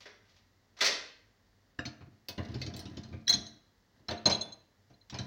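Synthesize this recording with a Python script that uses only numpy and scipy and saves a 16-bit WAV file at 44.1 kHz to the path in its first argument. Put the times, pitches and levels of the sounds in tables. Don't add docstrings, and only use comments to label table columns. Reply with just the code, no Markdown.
import sys
import numpy as np
from scipy import signal
from scipy.fft import rfft, irfft, next_fast_len
from scipy.io import wavfile
from scipy.ndimage import uniform_filter1d

SR = 44100
rng = np.random.default_rng(int(sys.argv[2]) if len(sys.argv) > 2 else 0)


def transcribe(signal):
    frames = np.atleast_2d(signal).T
    limited = np.clip(frames, -1, 1)
    pcm = np.round(limited * 32767).astype(np.int16)
    wavfile.write(sys.argv[1], SR, pcm)


N = 232142
AGE = np.arange(int(.7 * SR)) / SR

# f/Hz, relative level/dB, t60/s
DOOR_MODES = [(90, 3.5, 0.2), (109, 7, 0.052), (128.5, 7.5, 0.15), (194.3, -3, 0.16), (220, -5.5, 0.28),
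              (274, -12.5, 0.13), (302.6, -7, .3)]
TUB_MODES = [(325.7, 14, 0.26), (396, -11, 0.17), (469, -2.5, 0.35), (583, 1, 0.21), (626, 1, 0.43),
             (698.4, 13, 0.5), (750, -6, 0.1), (1008, 6, 0.28), (1424, -6.5, 0.14), (1993, 2, 0.11),
             (2114, -9.5, 0.13)]
WIRE_MODES = [(2580, 1, 0.12), (3095, 6.5, 0.18), (3470, -6.5, 0.3), (3760, -5, 0.31), (3900, 13, 0.039),
              (4030, -2, .14), (4640, -5.5, 0.17), (5050, -23.5, .12), (5576, -4, 0.22), (5660, -0.5, 0.13),
              (6080, -1.5, 0.13), (6350, -19, .12)]
CROCKERY_MODES = [(580, -11.5, 0.23), (1002, -13.5, 0.23), (1570, -6, .25), (1900, -1, 0.32),
                  (2060, -1.5, 0.082), (2664, -6.5, .35), (3490, -4.5, 0.28), (4150, -19, .3),
                  (3616, -19, .3), (3980, -2.5, 0.27), (4410, -7, 0.28), (4510, -18, 0.38), (5280, -11, .3),
                  (5760, -7.5, 0.34), (6148, -4, 0.14), (6440, -15, 0.096), (7280, -15.5, 0.4),
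                  (9356, -25.5, .3)]

# f/Hz, relative density/dB per Hz
DOOR_WASH = [(30, -12.5), (70, -6.5), (120, -1), (220, -2.5), (320, -2.5), (600, -35), (2000, -80)]
TUB_WASH = [(120, -26), (260, 2.5), (650, 3.5), (900, -2.5), (2000, -7), (3000, -11), (5000, -33),
            (9000, -48.5)]
WIRE_WASH = [(400, -39), (1500, -2), (2600, -2), (4200, 13), (5600, 5.5), (6500, 0.5), (7800, -20.5),
             (11000, -51.5), (16000, -57.5)]
CROCKERY_WASH = [(60, -34.5), (200, -14), (530, -2.5), (1100, -3), (2000, 3), (3000, -1), (4500, 1.5),
                 (6000, -3.5), (7000, -14.5), (8000, -23.5), (12000, -33), (15500, -28.5)]


def amp(db):
    return 10 ** (np.asarray(db) / 20)


def unit(x):
    return x / np.sqrt(np.sum(x ** 2, axis=-1, keepdims=True))


def fade(t60):
    return np.exp(-np.log(1000) * AGE / t60)


def fft_bins(size):
    return np.maximum(np.arange(size // 2 + 1) * SR / size, 1)


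def noise(spectrum, shape, patchy_db=0):
    hz, db = np.transpose(spectrum)
    size = next_fast_len(shape[-1])
    bins = fft_bins(size)
    hump_width = int(260 * size / SR)
    humps = uniform_filter1d(rng.standard_normal(shape[:-1] + bins.shape), hump_width, mode="wrap")
    colour_db = np.interp(np.log(bins), np.log(hz), db) + patchy_db * humps / humps.std()
    white = rng.standard_normal(shape[:-1] + (size,))
    x = irfft(rfft(white) * amp(colour_db), size)
    return x[..., :shape[-1]] / x.std()


def ring(modes, count, spread_db):
    hz, db, t60 = np.transpose(modes)[:, :, None]
    chance = rng.standard_normal((count, 2, len(modes)))
    weights = np.sign(chance[:, 0]) * amp(spread_db * chance[:, 1])
    partials = amp(db) * np.sin(2 * np.pi * hz * AGE) * fade(t60)
    return unit(weights @ partials)


def wash(spectrum, count, t60, patchy_db=2):
    return unit(noise(spectrum, (count, len(AGE)), patchy_db) * fade(t60))


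def swell(sounds, rise_s):
    return sounds * (1 - np.exp(-AGE / rise_s))


def add_echoes(sounds, room, wet_db):
    echoes = signal.fftconvolve(sounds, room[None], axes=1)[:, :len(AGE)]
    return unit(sounds) + amp(wet_db) * unit(echoes)


def play(sounds, times, db, room, wet_db):
    sounds = add_echoes(sounds, room, wet_db)
    out = np.zeros(N + len(AGE))
    head = int(.025 * SR)
    for sound, s, gain in zip(sounds, times, amp(db)):
        start = int(s * SR)
        out[start:start + len(AGE)] += gain * sound / sound[:head].std()
    return out[:N]


def rub(curve, modes, spectrum, room, bumps_per_s, t60, ring_db):
    s, db = curve
    drive_db = np.interp(np.arange(N) / SR, s, db)
    bumps = (rng.random((4, N)) < bumps_per_s / 4 / SR) * rng.laplace(size=(4, N))
    rings = amp(ring_db) * ring(modes, count=4, spread_db=3.5)
    bodies = unit(rings + wash(spectrum, count=4, t60=t60, patchy_db=-3.0))
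    bodies = unit(add_echoes(bodies, room, wet_db=-8.5))
    driven = amp(drive_db) * bumps / bumps.sum(0).std()
    return signal.fftconvolve(driven, bodies, axes=1).sum(0)[:N]


def kitchen(build_s):
    # f/Hz, t60/s
    room_decay = [(100, 0.66), (500, 0.53), (2000, 0.56), (5000, 0.46), (9000, 0.36), (15000, 0.14)]
    hz, t60 = np.transpose(room_decay)
    bins = fft_bins(len(AGE))
    echoes = rfft(rng.standard_normal(len(AGE)))
    tail = np.zeros(len(AGE))
    for share, band_t60 in zip(np.eye(len(hz)), t60):
        weight = np.interp(np.log(bins), np.log(hz), share)
        tail += irfft(echoes * weight, len(AGE)) * fade(band_t60)
    return unit(swell(tail, build_s))


def hush():
    # f/Hz, relative density/dB per Hz
    hush_colour = [(25, -14.5), (48, 7.5), (70, -8.5), (98, 8.5), (125, -7.5), (220, -5), (320, -10),
                   (1500, -18.5), (1950, -14.5), (2400, -26), (4700, -21.5), (7000, -27.5), (8200, -37.5),
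                   (13000, -37.5), (15500, -31)]
    return amp(-68.5) * noise(hush_colour, (N,))


def sliding(room):
    # t/s, drive level/dB
    scrape = [(0, -53.5), (.05, -75), (.2, -99), (.28, -65.5), (.38, -73.5), (.48, -85.5)]
    return rub(np.transpose(scrape), CROCKERY_MODES, CROCKERY_WASH, room, bumps_per_s=400, t60=0.21, ring_db=-12.5)


def crockery(room):
    # t/s, level/dB, brightness/dB per octave
    clatter = [(.055, -50, -4), (.766, -57.5, -0.5), (.786, -50.5, -0.5), (.806, -29, 3.5), (.812, -29, -1),
               (.843, -29, 5), (.858, -29.5, 1.5), (.888, -42.5, -15.5), (.922, -44, 1)]
    s, db, tilt_db = np.transpose(clatter)
    blows = amp(-12) * ring(CROCKERY_MODES, len(s), spread_db=6.5) + wash(CROCKERY_WASH, len(s), t60=0.11)
    blows = swell(blows, rise_s=0.006)
    octaves = np.log2(np.clip(fft_bins(len(AGE)), 500, 9000) / 2000)
    blows = irfft(rfft(blows) * amp(tilt_db[:, None] * octaves), len(AGE))
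    return play(blows, s, db, room, wet_db=-0.5)


def taps(modes, table, room, rise_s, wet_db):
    s, db = np.transpose(table)
    rings = ring(modes, len(s), spread_db=1.0)
    return play(swell(rings, rise_s), s, db, room, wet_db)


def loose_things(room):
    # f/Hz, relative level/dB, t60/s
    plate_modes = [(554, 2, 0.18), (2020, 2, .4), (2540, -6, .42), (4290, -0.5, 0.55), (4470, 2.5, 0.29),
                   (4520, -2.5, .25)]
    cutlery_modes = [(533, -6.5, 0.13), (1500, -11, 0.045), (2568, -5.5, 0.13), (2800, -3.5, 0.043),
                     (4400, 0, 0.12), (4605, 5, .08)]
    cup_modes = [(1660, -11.5, .04), (1930, -9.5, 0.043), (2150, -13.5, 0.02), (3350, -6, .09),
                 (3920, 5, 0.036), (5380, -2.5, .045), (5840, -1.5, .05)]
    free_glass_modes = [(3480, 5.5, 0.26), (9350, -17, 0.18)]
    # t/s, level/dB
    plate_taps = [(.812, -39), (.845, -37)]
    cutlery_taps = [(2.284, -44), (2.615, -46.5)]
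    cup_taps = [(3.279, -29), (3.3263, -31)]
    glass_jumps = [(3.34, -49.5), (4.416, -48)]
    return (taps(plate_modes, plate_taps, room, rise_s=0.0027, wet_db=-5.5)
            + taps(cutlery_modes, cutlery_taps, room, rise_s=.0015, wet_db=-14)
            + taps(cup_modes, cup_taps, room, rise_s=.0006, wet_db=-10)
            + taps(free_glass_modes, glass_jumps, room, rise_s=0.0028, wet_db=-23))


def hinge(room):
    # f/Hz, relative level/dB, t60/s
    hinge_modes = [(1065, -14, 0.039), (1649, -2.5, 0.06), (1725, 0, 0.04), (2600, -21, 0.042),
                   (2800, -3.5, 0.03), (3800, -24.5, 0.13), (5040, -14.5, 0.043), (7500, -27, 0.047)]
    landing_s, landing_db = 1.791, -38
    clunk = swell(ring(hinge_modes, count=1, spread_db=2), rise_s=0.00077)
    return play(clunk, [landing_s], [landing_db], room, wet_db=-9)


def rolling_db(t):
    # start t/s, end t/s, drive at the start/dB
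    rolls = [(2.443, 3.13, -45.5), (3.34, 3.365, -47), (3.978, 4.064, -66), (4.322, 4.36, -50),
             (5.21, 5.26, -45)]
    gather_db_per_s, slacken_db_per_s, settle_db_per_s = 218, 11, 115
    moves = []
    for start, end, db in rolls:
        move_db = db - gather_db_per_s * np.maximum(start - t, 0)
        move_db -= slacken_db_per_s * np.maximum(t - start, 0)
        move_db -= settle_db_per_s * np.maximum(t - end, 0)
        moves.append(move_db)
    return np.max(moves, axis=0)


def wheels(room):
    s = np.arange(N) / SR
    drive_db = rolling_db(s)
    rumble = rub((s, drive_db - 0.5), DOOR_MODES, DOOR_WASH, room, bumps_per_s=230, t60=0.2, ring_db=-1.5)
    mutter = rub((s, drive_db - 10.5), TUB_MODES, TUB_WASH, room, bumps_per_s=270, t60=0.19, ring_db=-7)
    tremble = rub((s, drive_db - 15.5), WIRE_MODES, WIRE_WASH, room, bumps_per_s=320, t60=.06, ring_db=-10)
    return rumble + mutter + tremble


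def knock_levels():
    # t/s, force/dB, hardness/dB (hard favours the wires, soft the door)
    strikes = [(1.788, -48.5, -8), (2.007, -62.5, -11), (2.378, -45, -8), (3.126, -54.5, -15),
               (4.084, -43, 0), (4.109, -41.5, -1), (4.256, -32.5, 1.5), (4.268, -38, -6),
               (4.298, -37, 3.5), (4.899, -67.5, -7.5), (5.124, -54.5, -11), (5.142, -48.5, 0.5)]
    # t/s, force/dB, hardness/dB
    bumps = [(1.853, -42.5, 0.5), (2.069, -71.5, -16.5), (2.128, -73, -13), (2.486, -54, -11),
             (2.542, -43.5, -7), (2.615, -45, 2), (2.664, -44, -3.5), (2.738, -48.5, -3), (2.855, -48, -6),
             (2.97, -47, -4.5), (3.034, -54.5, -1), (3.294, -41, 5), (3.335, -39, 0.5), (3.464, -67.5, 9.5),
             (5.098, -56, 5.5), (5.187, -40, -1.5)]
    # t/s, tick level/dB
    snaps = [(2.2852, -46.5), (2.764, -54), (2.792, -53), (3.2795, -50.5), (3.294, -41.5)]
    # door boom/dB, tub rattle/dB, wire jingle/dB
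    snap_shares = (-6, -4, 2.5)
    strike_tub_db, bump_tub_db = 2.5, -9
    tick_db = -27.5
    rows = []
    for table, tub_db in ((strikes, strike_tub_db), (bumps, bump_tub_db)):
        for s, force, hard in table:
            rows.append((s, force - hard, force + tub_db, force + hard, force + hard + tick_db))
    for s, db in snaps:
        rows.append((s, *(db + np.array(snap_shares)), db))
    return rows


def knocks(room):
    # f/Hz, relative density/dB per Hz
    tick_wash = [(2000, -24), (6000, -1), (8000, -6), (10500, -8.5), (13500, -13.5), (15500, -1.5)]
    s, boom_db, rattle_db, jingle_db, tick_db = np.transpose(knock_levels())
    count = len(s)
    boom = ring(DOOR_MODES, count, spread_db=5.5) + amp(-3.5) * wash(DOOR_WASH, count, t60=0.11)
    rattle = amp(-9.5) * ring(TUB_MODES, count, spread_db=3) + wash(TUB_WASH, count, t60=0.12, patchy_db=3.5)
    snap = wash(WIRE_WASH, count, t60=0.019, patchy_db=12.5)
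    wires = ring(WIRE_MODES, count, spread_db=3)
    jingle = amp(-8) * wires + wash(WIRE_WASH, count, t60=0.13, patchy_db=6.0) + amp(-4.0) * snap
    tick = wash(tick_wash, count, t60=0.08, patchy_db=10.0)
    return (play(swell(boom, rise_s=0.0085), s, boom_db, room, wet_db=-10.0)
            + play(swell(rattle, rise_s=0.0096), s, rattle_db, room, wet_db=-5.5)
            + play(swell(jingle, rise_s=0.00095), s, jingle_db, room, wet_db=-14)
            + play(tick, s, tick_db, room, wet_db=-12.0))


def glass(room):
    # t/s, level/dB, upper partials/dB
    contacts = [(3.2698, -40.5, -11.5), (3.2933, -23.5, -1.5), (3.302, -28.5, -4), (3.3355, -26.5, 5),
                (3.465, -53, 10.5), (4.086, -42, -23), (4.175, -52, -3), (4.2577, -21, 0.5),
                (4.313, -32.5, -4.5), (4.323, -29, -4), (4.346, -33, -6), (4.4103, -35, 5.5),
                (4.522, -48, 3.5), (4.938, -69.5, -12.5), (5.011, -65.5, -17.5)]
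    # f/Hz, relative level/dB, ring time relative to choke_s/ratio
    glass_partials = [(3375, -17, 1.2), (3940, -10, .8), (4075, -6, 1), (4108, 0, 1.1), (4200, -13, .6),
                      (5400, -19, .7), (6412, -9, 1.1), (6480, -14, .9), (7400, -29, .5), (8340, -42, 1.6),
                      (9370, -39, 2.2), (10390, -45, 1.3)]
    choke_s = 0.013
    buzz_hz = 49.6
    hz, db, lasting = np.transpose(glass_partials)[:, :, None]
    upper = hz > 5000
    choke = np.exp(-np.minimum((AGE / (choke_s * lasting)) ** 2, 20))
    s, level_db, upper_db = np.transpose(contacts)
    clinks = []
    for lift_db in upper_db:
        jostle = noise([(300, 0), (600, -20), (1200, -70)], AGE.shape)
        buzz_phase = 2 * np.pi * buzz_hz * np.cumsum(jostle) / SR
        chance = rng.standard_normal(hz.shape)
        strength = amp(db + upper * lift_db + 2 * chance)
        partials = strength * np.sin(2 * np.pi * hz * AGE + buzz_phase) * choke
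        clinks.append(np.sum(partials, axis=0))
    return play(swell(np.array(clinks), rise_s=0.0036), s, level_db, room, wet_db=-15)


def scene():
    room = kitchen(build_s=0.002)
    mix = hush()
    for source in (sliding, crockery, loose_things, hinge, wheels, knocks, glass):
        mix = mix + source(room)
    return mix[None]


def record(dry):
    bass_hz, top_hz = 50, 15900
    thinned = signal.sosfilt(signal.butter(2, bass_hz, "highpass", fs=SR, output="sos"), dry)
    return signal.sosfilt(signal.ellip(10, .2, 80, top_hz, fs=SR, output="sos"), thinned)


dry = scene()
out = record(dry)
transcribe(out)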